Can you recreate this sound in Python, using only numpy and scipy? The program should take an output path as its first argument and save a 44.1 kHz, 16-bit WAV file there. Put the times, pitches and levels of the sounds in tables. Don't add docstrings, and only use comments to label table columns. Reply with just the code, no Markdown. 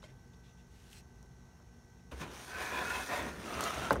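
import sys
import numpy as np
from scipy import signal
from scipy.fft import rfft, irfft
from scipy.io import wavfile
from scipy.ndimage import uniform_filter1d

SR = 44100
rng = np.random.default_rng(int(sys.argv[2]) if len(sys.argv) > 2 else 0)


def transcribe(u):
    v = np.clip(np.atleast_2d(u).T, -1, 1)
    q = np.round(v * 32767).astype(np.int16)
    wavfile.write(sys.argv[1], SR, q)


def how_loud(loudness_db):
    steps = np.asarray(loudness_db, float) / 20
    return 10 ** steps


N = 176400

# (frequency [Hz], density [dB per Hz])
ROOM_LOW = [(30, -11.5), (54, 5.5), (128, -3.5), (282, -13), (393, -11), (557, -21), (895, -16),
            (1200, -40)]
ROOM_HIGH = [(1100, -5), (2000, -12.5), (4300, -16.5), (4950, -21.5), (5500, -7.5), (7500, -20),
             (9500, -22), (15800, -28)]
# (frequency [Hz], level [dB rms])
MOTOR_TONES = [(59.1, -67), (129, -66.5), (177.4, -70.5), (236.6, -72), (473, -80), (708, -85.5),
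               (1534, -76), (1593, -87), (1947, -81.5), (2005, -85.5)]
MOTOR_WHINE = [(3892, -93), (4247, -93), (4544, -93), (5776, -92), (6148, -91)]
# (frequency [Hz], width [Hz], level [dB])
AIR_BANDS = [(6150, 430, -1), (6460, 260, 16.5), (6800, 320, -34), (890, 98, 19.5)]

# (start [s], length [s], level [dB], pitch [Hz])
RUSTLES = [
    (0.022, 0.046, -62.5, 2900),
    (0.032, 0.11, -67, 2050),
    (0.331, 0.019, -69.5, 2710),
    (.7, 0.18, -77, 2900),
    (0.432, 0.11, -69, 2730),
    (0.569, 0.076, -72, 2800),
    (1.988, 0.027, -75, 2700),
]

# (time [s], crack level [dB], ring level [dB])
KNOCKS = [(.029, -46, -54), (.0385, -54, -52.5), (1.228, -62, -63), (1.247, -61, -69), (1.601, -57, -62),
          (1.613, -61, -72), (2.119, -57, -43), (3.6065, -25.5, -35.5), (3.63, -36, -36),
          (3.9071, -14.5, -15.5), (3.957, -26.5, -37), (3.9625, -36, -33)]
# (frequency [Hz], level [dB], t60 [s], swell [s])
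TUB_MODES = [(1990, -12.5, 0.022, 0.0016), (1452, -8.5, 0.035, 0.0028), (1566, -11, 0.04, 0.0039),
             (1040, -8.5, 0.058, 0.0013), (872, -10.5, .09, 0.0035), (643, -14.5, 0.13, 0.0087),
             (567, 7, 0.027, 0.0039), (443, -10.5, 0.13, 0.005), (286.7, -10.5, 0.14, 0.015),
             (191, -11, 0.11, 0.021), (119.3, -7, 0.13, 0.045)]

# (time [s], level [dB])
BUMPS = [
    (0.032, -66),
    (.039, -53.5),
    (.047, -57.5),
    (0.063, -69),
    (.085, -68),
]
# (frequency [Hz], level [dB], t60 [s])
GLASS_MODES = [(606, -1, 0.11), (1550, -3, 0.062), (2140, -0.5, 0.041), (3180, -2.5, 0.087),
               (3750, -7, 0.058), (5550, -10, .04), (7100, -15, .03)]

# (time [s], peak level [dB], pitch [Hz], wide snap
# level [dB])
TICKS = [(.346, -64, 4500, -7), (.93, -49, 3100, -4), (.96, -57, 8500, -8), (1.228, -53, 6400, -4),
         (1.26, -66, 8500, -3), (2.116, -53, 3580, -6), (2.179, -54, 9500, -8), (3.226, -44, 9000, -2),
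         (3.5412, -37, 4700, -16), (3.6062, -27, 3000, -14), (3.608, -30.5, 8500, 2),
         (3.6392, -32, 6950, 1), (3.676, -37, 6300, -14), (3.744, -38, 6500, -8), (3.853, -37.5, 6900, -14),
         (3.901, -35, 3600, -10), (3.907, -31, 4200, -20), (3.9068, -38.5, 8050, -12),
         (3.924, -44, 13000, 0), (3.927, -39.5, 5460, 7.5), (3.931, -37.5, 7000, 3),
         (3.957, -46, 8000, -10), (3.965, -47, 6000, -8)]

# (time [s], level [dB], share of narrow throat [0-1])
HISS = [
    (.68, -80, 0),
    (.76, -70.5, 0),
    (.9, -66, 0),
    (.93, -60.5, 0),
    (.955, -63, 0.2),
    (.984, -57.5, 0.5),
    (1.008, -65, 0),
    (1.022, -77, .3),
]
# (frequency [Hz], density [dB per Hz])
HISS_AIR = [(1500, -1.5), (2500, -1.5), (6300, -5.5), (9200, -8.5), (15800, -17)]
# (frequency [Hz], width [Hz], level [dB])
THROAT = [(2600, 160, -1), (4200, 120, 0), (5670, 150, -3), (8000, 300, -8)]

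# (time [s], pressure [dB], fizz level [dB], rumble level [dB])
PUSHES = [
    [(2.116, -53, -6, -7), (2.126, -52.5, -9.5, 7), (2.155, -59.5, -7, 5.5), (2.195, -55, -3, 4.5),
     (2.215, -44, -7.5, -1.5), (2.25, -49.5, -11, -1.5), (2.305, -57, -5.5, 6.5), (2.345, -52, -4, -2.5),
     (2.45, -54, 0.5, -8.5)],
    [(2.45, -56.5, 1.5, -5), (2.55, -44.5, -10.5, -12), (2.62, -41, -9, -14), (2.664, -44, -6.5, -12.5),
     (2.788, -36, -21, -8), (2.87, -41.5, -8, -6), (2.97, -38, -11, -12.5), (3.036, -44.5, -4.5, -3),
     (3.065, -52, 0, -9)],
    [(3.065, -50.5, 2.5, -15), (3.1, -39, -13, -7), (3.15, -38.5, -11.5, -12), (3.178, -40, -8, -12),
     (3.2, -39.5, -15, -2.5), (3.27, -44.5, -11, 1), (3.35, -51, -7.5, 2), (3.4, -54.5, -5.5, 6.5)],
    [(3.4, -52, -5, 3.5), (3.53, -43, -9, 0.5), (3.6, -40.5, -11.5, -5.5), (3.635, -40.5, -1.5, -1),
     (3.68, -39, -11.5, -11.5), (3.75, -44, -6.5, -6.5), (3.85, -40.5, -11.5, -4), (3.93, -49.5, -6, 1.5),
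     (4.01, -57.5, -14, 21)],
]
# (frequency [Hz], density [dB per Hz])
SCRAPES = [
    [(400, -7.5), (1000, -10.5), (1700, -6), (2700, -16), (4500, -45)],
    [(400, -6.5), (900, -1.5), (1500, -4.5), (2900, -9.5), (4500, -27)],
]
# (frequency [Hz], width [Hz], level [dB])
PANES = [
    [(732, 19, -10), (985, 64, -1), (1490, 25, 0.5), (1760, 53, -7), (2216, 11, -11), (2520, 32, -3.5),
     (3210, 19, -30), (3210, 85, -13), (3640, 44, -17)],
    [(587, 19, -2.5), (745, 22, 0), (990, 100, 1), (1230, 13, -15), (1436, 50, -2), (1800, 37, 1.5),
     (2500, 65, -7), (3230, 58, -16), (3530, 170, -16)],
    [(430, 19, -8), (660, 83, 3), (1270, 93, 10), (2060, 50, -12), (2760, 70, -6), (3100, 80, -12),
     (3730, 40, -9)],
]
PANE_RING_DB = [-6, -1.5, -3, -5]
# (frequency [Hz], density [dB per Hz])
FIZZ = [(3500, -0.5), (5000, -6), (6200, -1), (7800, -11.5), (9300, -4.5), (10500, -15), (11500, -12),
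        (15800, -19)]
RUMBLE = [(30, -46), (64, 6), (102, -11.5), (226, -3.5), (407, -6.5), (600, -13.5)]

# (time [s], level [dB], pitch [Hz], t60 [s])
THUDS = [
    (2.125, -40, 66, .35),
    (2.205, -41, 156, 0.23),
    (2.27, -49, 150, .2),
    (2.52, -49, 85, .4),
    (3.77, -41, 130, 0.27),
    (3.965, -42, 70, .3),
]


def evened(x):
    return x / np.sqrt(np.mean(x ** 2) + 1e-20)


def read(points, hz):
    f, value = np.transpose(points)
    return np.interp(np.log(hz + 1), np.log(f + 1), value)


def colour(x, points):
    hz = np.fft.rfftfreq(len(x), 1 / SR)
    below = np.maximum(np.log2(points[0][0] / (hz + 1)), 0)
    above = np.maximum(np.log2((hz + 1) / points[-1][0]), 0)
    gain = how_loud(read(points, hz) - 24 * (below + above))
    return evened(irfft(rfft(x) * gain, len(x)))


def add(mix, s, sound):
    part = mix[round(s * SR):][:len(sound)]
    part += sound[:len(part)]


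def ring(x, peaks):
    total = np.zeros(len(x))
    for hz, width, db in peaks:
        b, a = signal.iirpeak(hz, hz / max(width, 5), SR)
        total += how_loud(db) * signal.lfilter(b, a, x)
    return evened(total)


def drift(per_s):
    knots = rng.standard_normal(int(N / SR * 400) + 2)
    knots = uniform_filter1d(knots, max(int(400 / per_s), 1))
    knots = evened(uniform_filter1d(knots, max(int(200 / per_s), 1)))
    return np.interp(np.arange(N), np.linspace(0, N, len(knots)), knots)


def grit(per_s, spread_db, patchy_db):
    size_db = spread_db * np.minimum(rng.exponential(1, N), 5)
    struck = rng.random(N) < per_s / SR
    z = signal.stft(rng.standard_normal(N) * how_loud(size_db) * struck, nperseg=512)[2]
    patches = uniform_filter1d(rng.standard_normal(z.shape), size=5, axis=0)
    patches = evened(uniform_filter1d(patches, size=8, axis=1))
    return evened(signal.istft(z * how_loud(patchy_db * patches), nperseg=512)[1][:N])


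def follow(rows, column):
    rows, t = np.array(rows), np.arange(N) / SR
    fade_s = 0.0042
    inside_s = np.minimum(t - rows[0, 0], rows[-1, 0] - t)
    gate = np.clip(inside_s / (2 * fade_s) + .5, 0, 1)
    return np.interp(t, rows[:, 0], rows[:, column]), np.sqrt(gate)


def sway(x, peaks):
    out = np.zeros(len(x))
    for hz, width, db in peaks:
        bent_hz = hz * (1 + .028 * drift(4.))
        turn = np.exp(2j * np.pi * np.cumsum(bent_hz) / SR)
        r = np.exp(-np.pi * max(width, 40) / SR)
        band = turn * signal.lfilter([1 - r], [1, -r], x / turn)
        out += how_loud(db + 2. * drift(12.0)) * evened(band.real)
    return evened(out)


def room():
    t = np.arange(N) / SR
    low_db = -58.5 + drift(2.9)
    air = how_loud(low_db) * colour(rng.standard_normal(N), ROOM_LOW)
    air += how_loud(-71.5) * colour(grit(20000, .5, 1.), ROOM_HIGH)
    air += how_loud(-80) * ring(rng.standard_normal(N), AIR_BANDS)
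    for hz, db in MOTOR_TONES + MOTOR_WHINE:
        waver_db = 3.5 if hz < 300 else 1.
        phase = 2 * np.pi * (hz * t + rng.random()) + 0.046 * drift(2.9)
        air += np.sqrt(2) * how_loud(db + waver_db * drift(22)) * np.sin(phase)
    return air


def rustles():
    out, grains = np.zeros(N), grit(7000, 2., 2.)
    for start, length, db, hz in RUSTLES:
        t = np.arange(0, length, 1 / SR)
        piece = grains[round(start * SR):][:len(t)]
        broad = ring(piece, [(1.4 * hz, 1.8 * hz, 0)])
        brush = ring(broad, [(hz, 350, 0), (1.27 * hz, 500, -1), (2.1 * hz, 2500, -9)])
        swell = np.sin(np.pi * (t / length) ** .6)
        add(out, start, how_loud(db) * swell * brush)
    return out


def knocks():
    out, t = np.zeros(N), np.arange(6000) / SR
    late = t - .001
    crack = np.exp(-.5 * (late / .0005) ** 2) * np.cos(2 * np.pi * 1200 * late)
    blow = np.zeros(len(t))
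    for hz, db, t60, swell_s in TUB_MODES:
        swell = np.sin(np.pi / 2 * np.minimum(t / swell_s, 1)) ** 2
        blow += how_loud(db - 60 * t / t60) * np.cos(2 * np.pi * hz * late) * swell
    rattle_db, rattle_t60, rattle_rise_s = -11, 0.17, 0.0032
    rattle_shape = how_loud(rattle_db - 60 * t / rattle_t60) * np.minimum(t / rattle_rise_s, 1)
    for s, crack_db, ring_db in KNOCKS:
        broad = ring(rng.standard_normal(len(t)), [(700, 830, 0)])
        rattle = ring(broad, [(526, 300, 14), (1080, 490, -1)]) * rattle_shape
        add(out, s, how_loud(crack_db) * crack + how_loud(ring_db) * (rattle + blow))
    return out


def bumps():
    out, t = np.zeros(N), np.arange(5000) / SR
    rise = np.minimum(t / .002, 1)
    for s, bump_db in BUMPS:
        for hz, mode_db, t60 in GLASS_MODES:
            db = bump_db + mode_db + 2. * rng.standard_normal()
            add(out, s, how_loud(db - 60 * t / t60) * np.sin(2 * np.pi * hz * t) * rise)
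    return out


def claws():
    out, t = np.zeros(N), np.arange(800) / SR
    ping_t60, snap_t60, rise_s = .012, .009, .0004
    for s, db, hz, snap_db in TICKS:
        noise = rng.standard_normal(len(t))
        band = [(hz, .3 * hz, 0)]
        ping = ring(ring(noise, band), band) * how_loud(-60 * t / ping_t60)
        snap = ring(noise[::-1], [(9000, 11000, 0)]) * how_loud(snap_db - 60 * t / snap_t60)
        add(out, s, how_loud(db - 3) * np.minimum(t / rise_s, 1) * (ping + snap))
    return out


def hiss():
    level_db, gate = follow(HISS, column=1)
    narrow = np.clip(follow(HISS, column=2)[0], 0, 1)
    air = grit(12000, 0.8, 1.)
    breath = np.sqrt(1 - narrow) * colour(air, HISS_AIR) + np.sqrt(narrow) * ring(air, THROAT)
    return gate * how_loud(level_db + .7 * drift(47)) * breath


def slide():
    drive = grit(9000, 1.5, 1.2)
    smooth, coarse = [colour(drive, s) for s in SCRAPES]
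    crackle = ring(grit(300, 2., 5.), [(3000, 3000, 0), (6500, 3000, -3)])
    coarse = coarse + how_loud(-21) * crackle
    glide, shove, drag = [sway(drive, p) for p in PANES]
    fizz = colour(grit(12000, 0.33, 1.9), FIZZ)
    rumble = colour(grit(2000, 0.44, 0.37), RUMBLE)
    out = np.zeros(N)
    scrapes, panes = [coarse, smooth, smooth, coarse], [glide, glide, shove, drag]
    for rows, scrape, pane, ring_db in zip(PUSHES, scrapes, panes, PANE_RING_DB):
        push_db, gate = follow(rows, column=1)
        fizz_db = follow(rows, column=2)[0]
        rumble_db = follow(rows, column=3)[0]
        share = how_loud(ring_db + .7 * (push_db + 44.5))
        body = (scrape + share * pane) / np.sqrt(1 + share ** 2)
        out += gate * how_loud(push_db) * (body + how_loud(fizz_db) * fizz + how_loud(rumble_db) * rumble)
    return out * how_loud(.6 * drift(30))


def thuds():
    out, t = np.zeros(N), np.arange(12000) / SR
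    for s, db, hz, t60 in THUDS:
        rise = np.minimum(t * hz, 1)
        add(out, s, how_loud(db - 60 * t / t60) * np.sin(2 * np.pi * hz * t) * rise)
    return out


def scene():
    mono = room() + rustles() + knocks() + bumps() + claws() + hiss() + slide() + thuds()
    return np.tile(mono, (2, 1))


def roll_off(x):
    return signal.sosfilt(signal.butter(12, 15910, fs=SR, output="sos"), x)


def record(dry):
    bass_cut = signal.butter(2, 30, "high", fs=SR, output="sos")
    x = signal.sosfilt(bass_cut, dry)
    band_limit = signal.firwin(255, 15850, window=("kaiser", 9), fs=SR)
    x = signal.oaconvolve(x, band_limit[None], "same")
    return roll_off(x)


dry = scene()
out = record(dry)
transcribe(out)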